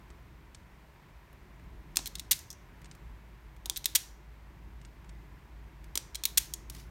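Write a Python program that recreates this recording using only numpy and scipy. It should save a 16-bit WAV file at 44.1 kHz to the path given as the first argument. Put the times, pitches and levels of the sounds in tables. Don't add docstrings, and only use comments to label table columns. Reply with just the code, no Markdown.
import sys
import numpy as np
from scipy import signal
from scipy.fft import rfft, irfft
from scipy.io import wavfile
from scipy.ndimage import uniform_filter1d

SR = 44100
rng = np.random.default_rng(int(sys.argv[2]) if len(sys.argv) > 2 else 0)


def digitize_waveform(pressure):
    field = np.atleast_2d(pressure).T
    bounded = np.clip(field, -1, 1)
    quanta = np.round(bounded * 32767).astype(np.int16)
    wavfile.write(sys.argv[1], SR, quanta)


N = 304290


def gain_of(db):
    return 10 ** (np.asarray(db) / 20)


def unit_rms(x):
    return x / np.sqrt(np.mean(x ** 2) + 1e-20)


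def curve(points, hz):
    f, value = np.transpose(points)
    return np.interp(np.log(hz + 1), np.log(f + 1), value)


def add(mix, at_s, sound):
    part = mix[round(at_s * SR):][:len(sound)]
    part += sound[:len(part)]


def axes(size=4096):
    return np.arange(size) / SR, np.fft.rfftfreq(size, 1 / SR)


def coloured(x, db):
    log_gain = np.log(gain_of(np.concatenate([db, db[-2:0:-1]])))
    response = np.exp(np.conj(signal.hilbert(log_gain)))[:len(db)]
    return irfft(rfft(x) * response)


def ringing(envelope, passes=3):
    x = rng.standard_normal(len(envelope)) * envelope
    for _ in range(passes):
        spectrum = rfft(x)
        local_power = uniform_filter1d(abs(spectrum) ** 2, size=120)
        x = irfft(spectrum / np.sqrt(local_power + 1e-12)) * (envelope > 1e-4)
    return x / np.linalg.norm(x)


def noise(points):
    shape = gain_of(curve(points, np.fft.rfftfreq(N, 1 / SR)))
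    return unit_rms(irfft(rfft(rng.standard_normal(N)) * shape, N))


def drift(top_hz, count=16):
    t = np.linspace(0, N / SR, 700)
    rates_hz = np.geomspace(0.2, top_hz, count)
    slow = sum(np.sin(2 * np.pi * (f * t + rng.random())) / np.sqrt(f) for f in rates_hz)
    return np.interp(np.arange(N) / SR, t, unit_rms(slow))


# f/Hz, relative level/dB
HUM_PARTIALS = [(54.3, 0), (141, -15.5), (325, -21.5)]
# t/s, level/dB
HUM_ENVELOPE = [(0, -61), (3, -61.5), (3.6, -51.5), (4.5, -54), (5.2, -52.5), (6.9, -51)]
def hum(waver_rad=0.3):
    t = np.arange(N) / SR
    tone = sum(gain_of(db) * np.sin(2 * np.pi * f * t + waver_rad * drift(13)) for f, db in HUM_PARTIALS)
    return unit_rms(tone) * gain_of(np.interp(t, *np.transpose(HUM_ENVELOPE)))


# f/Hz, relative level/dB
RUMBLE_SPECTRUM = [(13, -44.5), (22, -15), (36, -4.5), (54, -0.5), (67, -6.5), (81, -12), (108, -12.5),
                   (145, -12), (188, -15.5), (216, -21), (280, -22.5), (316, -21.5), (362, -21),
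                   (385, -27.5), (420, -28), (550, -56), (920, -120)]
# f/Hz, relative level/dB
HISS_SPECTRUM = [(250, -26), (420, -0.5), (446, -7.5), (578, -5), (808, -5.5), (971, -1), (1220, -7.5),
                 (2050, -7), (3000, -15), (3710, -18), (4880, -21.5), (8570, -27), (10400, -29.5),
                 (13700, -24.5), (16000, -30.5)]
def room_noise(rumble_db=-52.5, hiss_db=-62):
    rumble = noise(RUMBLE_SPECTRUM) * gain_of(rumble_db - 1.7 * drift(3.6))
    hiss = noise(HISS_SPECTRUM) * gain_of(hiss_db - 0.5 * drift(1.5))
    return rumble + hiss


# t/s, relative level/dB, treble/dB
LIGHT_TICKS = [(.103, -61, -17), (0.5474, -50, -20), (1.329, -72, 8), (1.597, -73, -20), (2.8169, -64.5, 0),
               (2.8447, -56.5, -20), (2.857, -57, -21), (2.913, -51.5, -28), (2.9507, -62, -4),
               (3.565, -67.5, -3), (4.8148, -62.5, -21.5), (4.8498, -55.5, -30), (5.045, -68, -17),
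               (5.093, -57.5, -16), (5.8423, -60.5, -4), (6.6988, -43, -1.5), (6.749, -52.5, -4)]
def ticks(gain_db=29, ring_s=0.0035, firm_db=-48.5, dulling=0.75):
    out, (t, hz) = np.zeros(N), axes()
    for at_s, db, treble_db in LIGHT_TICKS:
        body_db = dulling * (firm_db - db)
        colour = [(300, body_db - 14), (2000, body_db - 3), (4000, 1), (8800, 0.68),
                  (11000, treble_db), (16000, treble_db - 2)]
        add(out, at_s, gain_of(db + gain_db) * coloured(ringing(np.exp(-t / ring_s)), curve(colour, hz)))
    return out


# t/s, relative level/dB
SEATINGS = [(.103, -52.5), (1.970, -39), (1.990, -39), (3.659, -43.5), (3.698, -45), (3.712, -46.5),
            (5.956, -40.5), (5.975, -41.5)]
def thuds(gain_db=32, ring_s=0.0053):
    out, (t, hz) = np.zeros(N), axes()
    colour_db = curve([(60, -13), (200, -4), (330, 4.5), (560, -8), (850, -0.5), (1300, -2.5),
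                       (2500, -25), (8000, -46.5)], hz)
    for at_s, db in SEATINGS:
        add(out, at_s, gain_of(db + gain_db) * coloured(ringing(np.exp(-t / ring_s)), colour_db))
    return out


# f/Hz, width/Hz, lift/dB
HEAD_MODES = [(2250, 250, 3), (3330, 200, 5), (3860, 220, 1), (4300, 100, 3), (5360, 150, 0),
              (5800, 900, 2.5), (6740, 330, 3), (8620, 270, 4), (9400, 200, 2), (12300, 570, 2.5),
              (14200, 220, 3)]
def head_lift_db(hz):
    lift = sum(db / (1 + (2 * (hz - f) / width_hz) ** 2) for f, width_hz, db in HEAD_MODES)
    return lift - lift.mean()


def click(db, ring_s, body_db, ping_db, ping_hz, treble_db, gain_db=29, ping_width_hz=650):
    t, hz = axes()
    slope = [(150, body_db - 21.5), (900, body_db - 12), (2200, body_db + 1), (3600, -2), (5200, 0),
             (9300, 0), (10500, treble_db - 4), (12000, treble_db + 1), (16000, treble_db - 4.5)]
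    peak_db = ping_db / (1 + (2 * (hz - ping_hz) / ping_width_hz) ** 2)
    colour_db = curve(slope, hz) + head_lift_db(hz) + peak_db
    crack = 0.43 * np.exp(-t / 0.00032)
    ring = np.exp(-(t / ring_s) ** 1.25)
    return gain_of(db + gain_db) * coloured(ringing(crack + ring), colour_db)


# t/s, relative level/dB, extra ping/dB
LANDINGS = [(1.9586, -37.5, 0), (3.658, -39, 6.5), (5.955, -31.5, 0)]
def clamp():
    out = np.zeros(N)
    for at_s, db, extra_db in LANDINGS:
        hit = click(db, ring_s=0.0036, body_db=-8.5, ping_db=5 + extra_db, ping_hz=3600, treble_db=-2)
        add(out, at_s, hit)
    return out


# t/s, relative level/dB, body/dB, extra ping/dB
BLADE_BITES = [(1.9700, -21.5, -8.5, -6), (3.6979, -28, -14.5, 2.5), (5.9752, -27.5, -7.5, -4)]
def blades():
    out = np.zeros(N)
    for at_s, db, body_db, extra_db in BLADE_BITES:
        hit = click(db, ring_s=0.0017, body_db=body_db, ping_db=5 + extra_db, ping_hz=3374, treble_db=-6)
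        add(out, at_s, hit)
    return out


# t/s, relative level/dB, treble/dB
PIVOT_TICKS = [(1.9893, -42, -15), (2.0586, -39, -3), (2.067, -42, -10), (2.0729, -41.5, 5),
               (2.1543, -39, -6.5), (2.1845, -53, -6.5), (2.1959, -38.5, -3.5), (2.33, -32, -7),
               (3.7611, -39.5, -10), (3.7665, -38, -16.5), (3.7731, -40.5, 7.5), (3.843, -40, -13),
               (3.857, -26.5, 1.5), (6.147, -41.5, -9), (6.1542, -36, -5), (6.2368, -33.5, -2.5),
               (6.2537, -26.5, 3)]
def linkage():
    out = np.zeros(N)
    for at_s, db, treble_db in PIVOT_TICKS:
        add(out, at_s, click(db, ring_s=0.0036, body_db=-6, ping_db=10, ping_hz=3850, treble_db=treble_db))
    return out


# t/s, relative level/dB, first blow/dB, rattle/s, ring/s, treble/dB
JAW_RETURNS = [(2.311, -16, -0.5, 0.0095, 0.0034, 1), (3.9508, -14.5, -8.5, 0.0079, 0.0049, -1.5),
               (6.3740, -14.5, -4.5, .0082, 0.0025, 0.5)]
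# f/Hz, relative level/dB
SNAP_SPECTRUM = [(200, -36), (550, -28), (1000, -18), (1500, -11.5), (2600, -6), (3600, -1.5), (5000, -2.5),
                 (7000, -1.5), (9500, -1), (10500, -4), (12000, -1), (14000, -1.5), (16000, -7.5)]
def snaps(gain_db=27, fade_db=-3, blows=5):
    out, (t, hz) = np.zeros(N), axes()
    for at_s, db, first_db, rattle_s, ring_s, treble_db in JAW_RETURNS:
        place = np.linspace(0, 1, blows)
        place[1:-1] += rng.uniform(-0.051, 0.04, blows - 2)
        blow_db = np.where(place == 0, first_db, fade_db * place) + rng.normal(0, 0.9, blows)
        power = sum(gain ** 2 * (t >= onset_s) * np.exp(-2 * abs(t - onset_s) / ring_s)
                    for gain, onset_s in zip(gain_of(blow_db), place * rattle_s))
        shelf_db = treble_db * np.clip(hz / 7000 - 1, 0, 1)
        colour_db = curve(SNAP_SPECTRUM, hz) + head_lift_db(hz) + shelf_db
        add(out, at_s, gain_of(db + gain_db) * coloured(ringing(np.sqrt(power)), colour_db))
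    return out


# t/s, relative click level/dB, relative zing level/dB, f/Hz
SPRING_SLIPS = [(2.3907, -47.5, -53, 6400), (2.5034, -46, -32, 6040), (2.5126, -50, -46, 6100),
                (2.528, -53, -43, 6050), (6.5377, -33, -31, 7040)]
def spring(gain_db=29, ring_s=0.0054, width_hz=1100):
    out, (t, hz) = np.zeros(N), axes()
    for at_s, click_db, zing_db, zing_hz in SPRING_SLIPS:
        slip = click(click_db, ring_s=0.0025, body_db=-20, ping_db=-3, ping_hz=4280, treble_db=-3.5)
        coil_db = -20 * np.log10(1 + (2 * (hz - zing_hz) / width_hz) ** 2)
        zing = gain_of(zing_db + gain_db) * coloured(ringing(np.exp(-t / ring_s)), coil_db)
        add(out, at_s, slip + zing)
    return out


def slide(start_s=6.71, attack_s=0.035, hold_s=0.053, release_s=0.04, level_db=-57, grain_db=2.5):
    t = np.arange(N) / SR - start_s
    envelope = np.clip(t / attack_s, 0, 1) * np.exp(-np.maximum(t - attack_s - hold_s, 0) / release_s)
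    grains = np.clip(unit_rms(uniform_filter1d(rng.standard_normal(N), size=220)), -2, 2)
    scrape = noise([(500, -20), (2500, -3), (5300, -1), (8000, -6.5), (12000, -6.5), (16000, -9.5)])
    return scrape * envelope * gain_of(level_db + grain_db * grains)


# f/Hz, T60/s
TAIL_T60 = [(400, 0.9), (1500, 0.4), (3500, 0.3), (6000, 0.41), (9500, 0.27), (15000, 0.34)]
# f/Hz, level/dB
TAIL_SPECTRUM = [(300, -8.5), (1500, -10), (3500, -14), (6000, -14), (9300, -17.5), (10500, -13.5),
                 (12000, -19), (16000, -20.5)]
# delay/s, level/dB
NEAR_ECHOES = [(.0031, -19.5), (.0052, -20), (.0071, -26)]
def room(x, build_s=0.0023):
    frames = dict(fs=SR, nperseg=256, noverlap=192)
    hz, t, direct = signal.stft(x, **frames)
    t = t[:400]
    decay = gain_of(-60 * t / curve(TAIL_T60, hz)[:, None]) ** 2
    decay *= (1 - np.exp(-(t / build_s) ** 2)) ** 2 / decay.sum(1, keepdims=True)
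    power = uniform_filter1d(abs(direct) ** 2, size=3, axis=0)
    energy = abs(signal.fftconvolve(power, decay, axes=1))[:, :direct.shape[1]]
    scatter = signal.stft(rng.standard_normal(N), **frames)[2]
    scatter *= np.sqrt(energy / np.mean(abs(scatter) ** 2))
    scatter *= gain_of(curve(TAIL_SPECTRUM, hz))[:, None]
    wet = signal.istft(scatter, **frames)[1][:N]
    for delay_s, db in NEAR_ECHOES:
        add(wet, delay_s, gain_of(db) * x)
    return wet


def scene():
    near = ticks() + thuds() + clamp() + blades() + linkage() + snaps() + spring() + slide()
    return (near + room(near) + hum() + room_noise())[None]


def record(dry, low_cut_hz=37, high_cut_hz=16000):
    highpass = signal.butter(4, low_cut_hz, "high", fs=SR, output="sos")
    lowpass = signal.firwin(401, high_cut_hz, window=("kaiser", 9), fs=SR)
    return signal.oaconvolve(signal.sosfilt(highpass, dry), lowpass[None], "same")


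dry = scene()
out = record(dry)
digitize_waveform(out)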